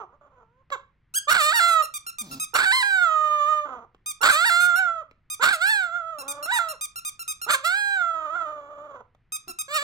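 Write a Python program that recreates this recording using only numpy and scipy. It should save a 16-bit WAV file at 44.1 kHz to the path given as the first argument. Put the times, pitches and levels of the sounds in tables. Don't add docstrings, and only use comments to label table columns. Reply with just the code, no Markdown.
import sys
import numpy as np
from scipy import signal
from scipy.fft import rfft, irfft, next_fast_len
from scipy.io import wavfile
from scipy.ndimage import uniform_filter1d

SR = 44100
rng = np.random.default_rng(int(sys.argv[2]) if len(sys.argv) > 2 else 0)


def generate_wav(signal):
    frames = np.transpose(np.atleast_2d(signal))
    scaled = np.clip(frames, -1, 1) * 32767
    pcm = np.round(scaled).astype(np.int16)
    wavfile.write(sys.argv[1], SR, pcm)


N = 433503

# (frequency [Hz], level [dB])
HUSH_EQ = [(20, -3), (130, -3.5), (220, -15), (600, -30), (2000, -25.5), (7000, -55.5), (16000, -68.5)]
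# (frequency [Hz], time to fall 60 dB [s])
ROOM_DECAY = [(1200, 0.3), (5000, 0.27), (14000, 0.078)]
# (frequency [Hz], left lead [rad])
TOY_PHASE = [(0, 5.5), (780, -0.2), (1030, -2.5), (1460, -2.5), (3620, -8), (4130, -8), (5080, -4.5),
             (6630, -6.5), (9130, -4.5), (11800, -2.5), (14000, -1.9), (16400, 3)]
DOG_PHASE = [(50, -5), (750, 0.75), (1200, 0.76), (1750, -3), (2000, -2), (2500, -2), (3600, -5),
             (5100, -5.5), (6100, -21), (7700, -4.5), (10500, -2.5), (12000, -2.5), (15000, 0.5)]
# (frequency [Hz], left minus right [dB])
TOY_PAN = [(4400, -3.5), (8000, -0.5)]
DOG_PAN = [(300, 0), (700, 0), (1300, -10.5), (2400, -2.5), (4400, 0)]

# (frequency [Hz], gain [dB])
REED_EQ = [(1250, -7), (2500, -11.5), (3700, -9.5), (4700, -14), (6200, -7.5), (6900, -10.5), (7500, -8),
           (8250, -6.5), (8800, -1.5), (10000, -4.5), (11200, -10.5), (12500, -4.5), (13800, -17.5),
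           (15000, -17)]
REFILL_EQ = [(1400, 4.5), (2800, 2), (4200, -1), (5600, 1.5), (7000, -5), (8400, -10), (9800, -0.5),
             (13500, 0.5)]
# (time [s], length [s], pitch [Hz], level [dB])
SQUEEZES = [(1.139, 0.052, 1645, -25.5), (1.403, .068, 1400, -32), (1.678, 0.078, 1266, -37.5),
            (1.939, 0.044, 1211, -34), (2.184, 0.042, 1225, -33.5), (2.398, 0.056, 1274, -31),
            (4.06, 0.065, 1235, -33), (4.31, 0.049, 1272, -29.5), (4.602, 0.07, 1241, -33.5),
            (5.3, 0.054, 1240, -34), (5.527, .04, 1343, -37), (6.28, .049, 1230, -33),
            (6.536, 0.058, 1246, -33), (6.81, 0.052, 1235, -32.5), (7.049, 0.052, 1236, -33),
            (7.278, 0.052, 1263, -31.5), (7.507, .055, 1258, -28.5), (9.321, 0.053, 1266, -32.5),
            (9.587, 0.038, 1264, -31)]
# (time [s], pitch [Hz])
REFILLS = [(1.294, 1445), (1.555, 1437), (1.822, 1395), (2.065, 1388), (2.312, 1367), (2.54, 1421),
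           (4.213, 1406), (4.465, 1405), (4.757, 1403), (5.429, 1417), (5.665, 1390), (6.185, 1371),
           (6.427, 1397), (6.686, 1393), (6.958, 1385), (7.193, 1381), (7.415, 1395), (7.645, 1393),
           (9.48, 1371), (9.74, 1410)]

# (frequency [Hz], gain [dB])
LIPS_EQ = [(100, -4), (350, 7.5), (1300, 7), (2600, -2), (14000, -32)]
NOSE_EQ = [(100, -6), (250, 2), (450, -20), (700, -15.5), (1300, -21), (2200, -21.5), (4500, -9),
           (10000, -22)]
THROAT_EQ = [(120, -40), (300, -15.5), (600, -11.5), (900, -3.5), (1200, 4), (1450, 15), (1800, -5),
             (2200, -7.5), (2500, -14), (2900, -14.5), (3500, -14.5), (4800, -26.5), (5700, -33),
             (7700, -15.5), (9800, -59.5), (12500, -38), (15000, -37)]
# (frequency [Hz], gain [dB])
BREATH_EQ = [(1000, -33), (3000, -24), (7000, -15), (13000, -11)]
# (frequency [Hz], boost [dB per dB of lift or softness])
OPEN_TILT = [(1500, 0.013), (3200, 1.175), (13000, 1.46)]
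SOFT_TILT = [(650, 0.89), (1200, 0.069)]
# (time [s], peak level [dB])
SMACKS = [(0.703, -37), (3.947, -48.5), (5.112, -46), (9.149, -52)]
# (time [s], pitch [Hz], level [dB])
GRUMBLES = [
    [(2.21, 246.6, -45), (2.225, 218, -48), (2.26, 176, -46.5), (2.295, 126.4, -48), (2.33, 141.7, -41),
     (2.375, 132.2, -42.5), (2.4, 173, -53.5), (2.47, 162, -72)],
    [(9.473, 350, -51), (9.5, 374, -44), (9.525, 323, -60)],
]
# (time [s], pitch [Hz], effort [dB])
WHINES = [
    [(0, 442.6, -32.5), (.04, 376.6, -39.5), (.06, 329, -64), (.16, 603, -57.5)],
    [(.21, 592, -55), (.3, 554, -61.5), (.43, 461, -56), (.47, 442, -72), (.62, 545, -63.5)],
    [(.71, 541, -55), (.725, 571, -22.5), (.752, 505, -30.5)],
    [(6.455, 600, -40), (6.497, 754, -23.5), (6.59, 694.5, -20), (6.72, 623, -38.5), (6.75, 488, -47)],
    [(9.68, 544, -41.5), (9.72, 587, -31.5), (9.762, 635, -22), (9.79, 564, -25.5), (9.83, 586, -30)],
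]
WHINE_LIFTS = [-7.5, -6.5, 0, 1, 8.5]
# (time [s], length [s])
REGISTER_FLIPS = [(1.522, 0.081), (2.712, 0.12), (4.442, 0.06), (6.505, 0.089)]
# (start [s], end [s], start roughness [0-1], end roughness [0-1], subharmonics [0-1])
CREAKS = [(0, .45, .55, .5, .3), (3.655, 3.87, .5, .55, .8), (6.185, 6.46, .4, .12, .6),
          (8.14, 9.05, .1, .5, .22)]
# (time [s], attack [s], hoarse from [s], length [s],
# first pitch [Hz], top pitch [Hz], effort [dB], roughness [0-1])
BARKS = [(1.271, 0.013, 1.303, 0.098, 573.4, 753.7, -17, 0.83),
         (2.534, .02, 2.54, 0.11, 448.9, 895, -19, 0.77),
         (4.206, 0.019, 4.22, 0.098, 422.3, 793.7, -18, 0.75),
         (5.395, 0.029, 5.42, .115, 438.6, 858, -18, .7), (7.463, 0.036, 6.93, .062, 368, 693.3, -20, .55)]
# (time [s], pitch [Hz], effort [dB])
HOWLS = [
    [(1.42, 586.6, -20), (1.5, 616.6, -19.5), (1.535, 708, -21.5), (1.61, 686, -16.5), (1.7, 681, -17),
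     (1.815, 620.5, -17.5), (1.835, 577, -39)],
    [(2.665, 757, -17.5), (2.88, 811.5, -21), (3.04, 701, -17.5), (3.1, 630.4, -21), (3.44, 589.2, -21.5),
     (3.51, 618.6, -20), (3.58, 600.5, -23), (3.65, 591.6, -33.5), (3.78, 465, -39.5), (3.845, 459, -48.5)],
    [(4.33, 570.6, -22), (4.44, 720.3, -17.5), (4.51, 687.4, -18), (4.66, 716.3, -17), (4.74, 691.4, -20.5),
     (4.8, 771, -20), (4.89, 677, -22.5), (4.95, 665.6, -32), (5.005, 638, -32), (5.025, 575, -43)],
    [(5.54, 687, -18), (5.575, 621.4, -41.5), (5.602, 638.4, -38), (5.618, 705.4, -19), (5.71, 894.5, -19),
     (5.84, 715.6, -23.5), (5.9, 665, -34.5), (5.97, 715.6, -25), (6.03, 652.5, -34), (6.11, 660.5, -33),
     (6.22, 541.4, -43.5), (6.44, 598, -38)],
    [(7.55, 530, -17), (7.58, 539.7, -53.5), (7.63, 533, -48), (7.652, 657, -20), (7.78, 827, -23),
     (7.95, 793, -23.5), (8.03, 689.7, -22.5), (8.29, 604, -32.5), (8.375, 711, -25), (8.45, 626.6, -31.5),
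     (8.62, 579, -43.5), (8.9, 582, -42.5), (9.01, 482, -46)],
]

HUSH_DB, HIGH_CUT_HZ = -66.5, 15950
FIRST_SCOOP, LATER_SCOOP, WARM_UP_S = 0.26, .026, 0.49
SQUEAK_PEAK, PEAK_PER_SCOOP, SWELL_PER_SCOOP = .36, 1.1, 3.4
REFILL_S, REFILL_HZ, REFILL_DB, REFILL_DB_PER_HZ = 0.042, 1400, -34, 0.18
ONSET_DB, RELEASE_S, RELEASE_DB, RELEASE_SAG = -24, 0.016, -20.5, 0.36
WAVER_DB, WAVER_HZ, ROUGH_WAVER_DB = 0.66, 36, 2.5
OPEN_DB, SHUT_DB, OPEN_S, HOLD_S, CLOSE_S = 7, -5, .03, 0.35, 0.25
LIFT_PER_EFFORT = 0.11
MUZZLE_HZ, MUZZLE_HZ_PER_DB, MUZZLE_WIDTH_HZ, MUZZLE_DB = 3820, 94, 390, 6.5
FLIP_RATIO, FLIP_PEAK, FLIP_SAG = 1.335, .4, .4
FLIP_RISE_S, FLIP_DROP_S, FLIP_DB = 0.017, .008, -1
CLEAN_ROUGHNESS, BARK_SUBHARMONICS, CLEAR_S = .015, .2, .018


def amp(db):
    return 10 ** (np.asarray(db) / 20)


def unit_rms(x):
    return x / np.sqrt(np.mean(x ** 2) + 1e-20)


def curve(points, hz):
    f, value = np.transpose(points)
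    return np.interp(np.log(hz + 1), np.log(f + 1), value)


def add(mix, s, sound):
    part = mix[max(round(s * SR), 0):][:len(sound)]
    part += sound[:len(part)]


def filtered(x, gain):
    size = next_fast_len(len(x) + 4096)
    return irfft(rfft(x, size) * gain(np.fft.rfftfreq(size, 1 / SR)), size)[..., :len(x)]


def eq(x, points):
    return filtered(x, lambda hz: amp(curve(points, hz)))


def wobble(size, rate_hz):
    return unit_rms(filtered(rng.standard_normal(size), lambda hz: 1 / (1 + (hz / rate_hz) ** 4)))


def levelled(x):
    power = abs(uniform_filter1d(uniform_filter1d(x ** 2, 500), 500))
    return x / np.sqrt(power + 1e-12) * signal.windows.tukey(len(x), 300 / len(x))


def pulses(hz, offset=0):
    phase = np.float32(2 * np.pi * (np.cumsum(hz) / SR % 2))
    return unit_rms(sum(np.cos((k - offset) * phase) * (k * hz < HIGH_CUT_HZ) for k in range(1, 29)))


def hush():
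    mid, side = (unit_rms(eq(rng.standard_normal(N), HUSH_EQ)) for _ in range(2))
    return amp(HUSH_DB) * np.array([mid + .15 * side, mid - .15 * side])


def reverb(x, wet_db):
    size = SR // 2
    taps = rng.standard_normal(size) * (rng.random(size) < 3000 / SR)
    taps *= np.arange(size) > 200
    hz, t, bands = signal.stft(taps, SR, nperseg=256)
    decay = amp(-60 * t / curve(ROOM_DECAY, hz)[:, None])
    tail = signal.istft(bands * decay, SR, nperseg=256)[1]
    return amp(wet_db) * signal.fftconvolve(x, tail / np.linalg.norm(tail))[:N]


def place(x, phase, pan, wet_db):
    def gains(hz):
        lead = curve(phase, hz) * np.minimum(hz / 700, 1) ** 2
        pair = amp(np.outer([.5, -.5], curve(pan, hz))) * np.exp(1j * np.outer([.5, -.5], lead))
        return pair / np.sqrt(np.mean(abs(pair) ** 2, axis=0))
    panned = filtered(x + reverb(x, wet_db), gains)
    return panned + np.array([reverb(x, wet_db), reverb(x, wet_db)]) / 2


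def squeak(s, length, pitch_hz, level_db):
    t = np.arange(0, length, 1 / SR)
    progress = t / length
    scoop = np.interp(s - SQUEEZES[0][0], [0, WARM_UP_S], [FIRST_SCOOP, LATER_SCOOP])
    peak = min(SQUEAK_PEAK + PEAK_PER_SCOOP * scoop, .9)
    rise = np.clip(1 - progress / peak, 0, 1)
    sag = np.clip((progress - peak) / (1 - peak), 0, 1)
    bend = 1 - scoop * rise ** 2 - 0.055 * sag ** 2 - 0.1 * sag ** 6
    hz = pitch_hz * (bend + .001 * wobble(len(t), 280))
    buzz = eq(pulses(hz) + 0.044 * rng.standard_normal(len(t)), REED_EQ)
    snap = 1 - np.exp(-t / 0.00041)
    pressure = snap * (1 - SWELL_PER_SCOOP * scoop * rise) * (1 - sag ** 4.5)
    return s, amp(level_db + 2.5) * unit_rms(buzz * pressure)


def refill(s, pitch_hz):
    level_db = REFILL_DB + REFILL_DB_PER_HZ * (pitch_hz - REFILL_HZ)
    s, sound = squeak(s, REFILL_S, pitch_hz, level_db)
    return s, eq(sound, REFILL_EQ)


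def smack(s, peak_db):
    t = np.arange(1500) / SR
    click = eq(rng.standard_normal(len(t)) * np.exp(-t / .003), LIPS_EQ)
    return s, amp(peak_db + 5) * click / abs(click).max()


def grumble(rows):
    s, pitch, level = np.transpose(rows)
    t = np.arange(s[0], s[-1], 1 / SR)
    hz = np.interp(t, s, pitch) * (1 + 0.04 * wobble(len(t), 70))
    folds = filtered(pulses(hz), lambda f: 1 / (1 + (f / 1800) ** 4))
    wheeze = (150 / hz) ** 2 * rng.standard_normal(len(t))
    return s[0], amp(np.interp(t, s, level)) * levelled(eq(folds + wheeze, NOSE_EQ))


def contour(rows):
    end, last_hz, last_db = rows[-1]
    release = (end + RELEASE_S, last_hz * (1 - RELEASE_SAG), last_db + RELEASE_DB)
    s, pitch, effort = np.transpose([*rows, release])
    t = np.arange(s[0], s[-1], 1 / SR)
    pitch_hz, effort_db = np.interp(t, s, pitch), np.interp(t, s, effort)
    for start, length in REGISTER_FLIPS:
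        age = t - start
        flipped = np.clip(np.minimum(age / FLIP_RISE_S, (length - age) / FLIP_DROP_S), 0, 1)
        droop = FLIP_SAG * (age / length - FLIP_PEAK) ** 2
        pitch_hz *= 1 + flipped * (FLIP_RATIO - 1 - droop)
        effort_db += flipped * FLIP_DB
    return t, pitch_hz, effort_db


def creak(t):
    rough = CLEAN_ROUGHNESS + .15 * np.exp(-(t - t[0]) / .06)
    sub = np.zeros(len(t))
    for start, end, first, last, strength in CREAKS:
        rough = np.maximum(rough, np.interp(t, [start, end], [first, last], left=0, right=0))
        sub += strength * ((t > start) & (t < end))
    return uniform_filter1d(rough, size=500), uniform_filter1d(sub, size=500)


def throat(drive, t, effort_db, pitch_hz, mouth_db):
    hz, frames, bands = signal.stft(drive, SR, nperseg=512, noverlap=384)
    hz, frames = hz[:, None], frames + t[0]
    lift_db = np.interp(frames, t, mouth_db)
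    softness = np.clip(-19.5 - np.interp(frames, t, effort_db), 0, 22)
    larynx = (np.interp(frames, t, pitch_hz) / 700) ** 0.2
    formants_db = curve(THROAT_EQ, hz / (larynx * (1 + 0.0088 * lift_db)))
    tilt_db = lift_db * curve(OPEN_TILT, hz) + softness * curve(SOFT_TILT, hz)
    muzzle_hz = MUZZLE_HZ + MUZZLE_HZ_PER_DB * lift_db
    muzzle_db = MUZZLE_DB * np.exp(-((hz - muzzle_hz) / MUZZLE_WIDTH_HZ) ** 2)
    shaped = bands * amp(formants_db + tilt_db + muzzle_db)
    return signal.istft(shaped, SR, nperseg=512, noverlap=384)[1][:len(t)]


def voice(t, pitch_hz, effort_db, lift_db, rough, sub):
    n = len(t)
    hz = pitch_hz * (1 + .003 * wobble(n, 25) + (.002 + .075 * rough) * wobble(n, 100))
    subharmonics = pulses(hz, .5) * (1 + .5 * wobble(n, 32))
    folds = pulses(hz) + sub * subharmonics
    leak = amp(np.interp(effort_db, [-42, -23], [10, 0]))
    breath = leak * eq(rng.standard_normal(n), BREATH_EQ)
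    rasp = rng.standard_normal(n) * (1 + 0.76 * np.cos(np.pi * np.cumsum(hz) / SR))
    drive = (1 - rough) * folds + breath + .35 * rough * rasp
    shudder = 1 + .5 * rough * np.tanh(wobble(n, 110))
    puff = amp(-30) * rough * wobble(n, 520)
    mouth_db = lift_db + LIFT_PER_EFFORT * np.maximum(effort_db - effort_db.max(), -12)
    waver_db = (WAVER_DB + ROUGH_WAVER_DB * rough) * wobble(n, WAVER_HZ)
    tone = levelled(throat(drive, t, effort_db, pitch_hz, mouth_db))
    return amp(effort_db + waver_db) * (tone * shudder + puff)


def whine(rows, lift_db):
    t, pitch_hz, effort_db = contour(rows)
    return t[0], voice(t, pitch_hz, effort_db, lift_db, *creak(t))


def howl(bark, rows):
    s, attack, hoarse_s, length, first_hz, top_hz, bark_db, roughness = bark
    t, pitch_hz, effort_db = contour([(s, first_hz, bark_db), (s + length, top_hz, bark_db), *rows])
    age = t - s
    effort_db += ONSET_DB * np.clip(1 - age / attack, 0, 1)
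    lift_db = np.interp(age, [0, OPEN_S, HOLD_S, HOLD_S + CLOSE_S], [SHUT_DB, OPEN_DB, OPEN_DB, SHUT_DB])
    clearing = np.exp(-np.maximum(age - length, 0) / CLEAR_S)
    hoarse = uniform_filter1d((t >= hoarse_s) * clearing, size=500)
    rough, sub = creak(t)
    rough = np.maximum(rough, roughness * hoarse)
    return s, voice(t, pitch_hz, effort_db, lift_db, rough, sub + BARK_SUBHARMONICS * hoarse)


def scene():
    dog, toy = np.zeros(N), np.zeros(N)
    for bark, rows in zip(BARKS, HOWLS):
        add(dog, *howl(bark, rows))
    for rows, lift_db in zip(WHINES, WHINE_LIFTS):
        add(dog, *whine(rows, lift_db))
    for rows in GRUMBLES:
        add(dog, *grumble(rows))
    for row in SMACKS:
        add(dog, *smack(*row))
    for row in SQUEEZES:
        add(toy, *squeak(*row))
    for row in REFILLS:
        add(toy, *refill(*row))
    dog = place(dog, DOG_PHASE, DOG_PAN, wet_db=-15.5)
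    toy = place(toy, TOY_PHASE, TOY_PAN, wet_db=-12.5)
    return dog + toy + hush()


def record(dry):
    rounded = dry / (1 + (dry / .47) ** 6) ** (1 / 6)
    high_cut = signal.firwin(511, HIGH_CUT_HZ, window=("kaiser", 9), fs=SR)
    return signal.oaconvolve(rounded, high_cut[None], "same")


dry = scene()
out = record(dry)
generate_wav(out)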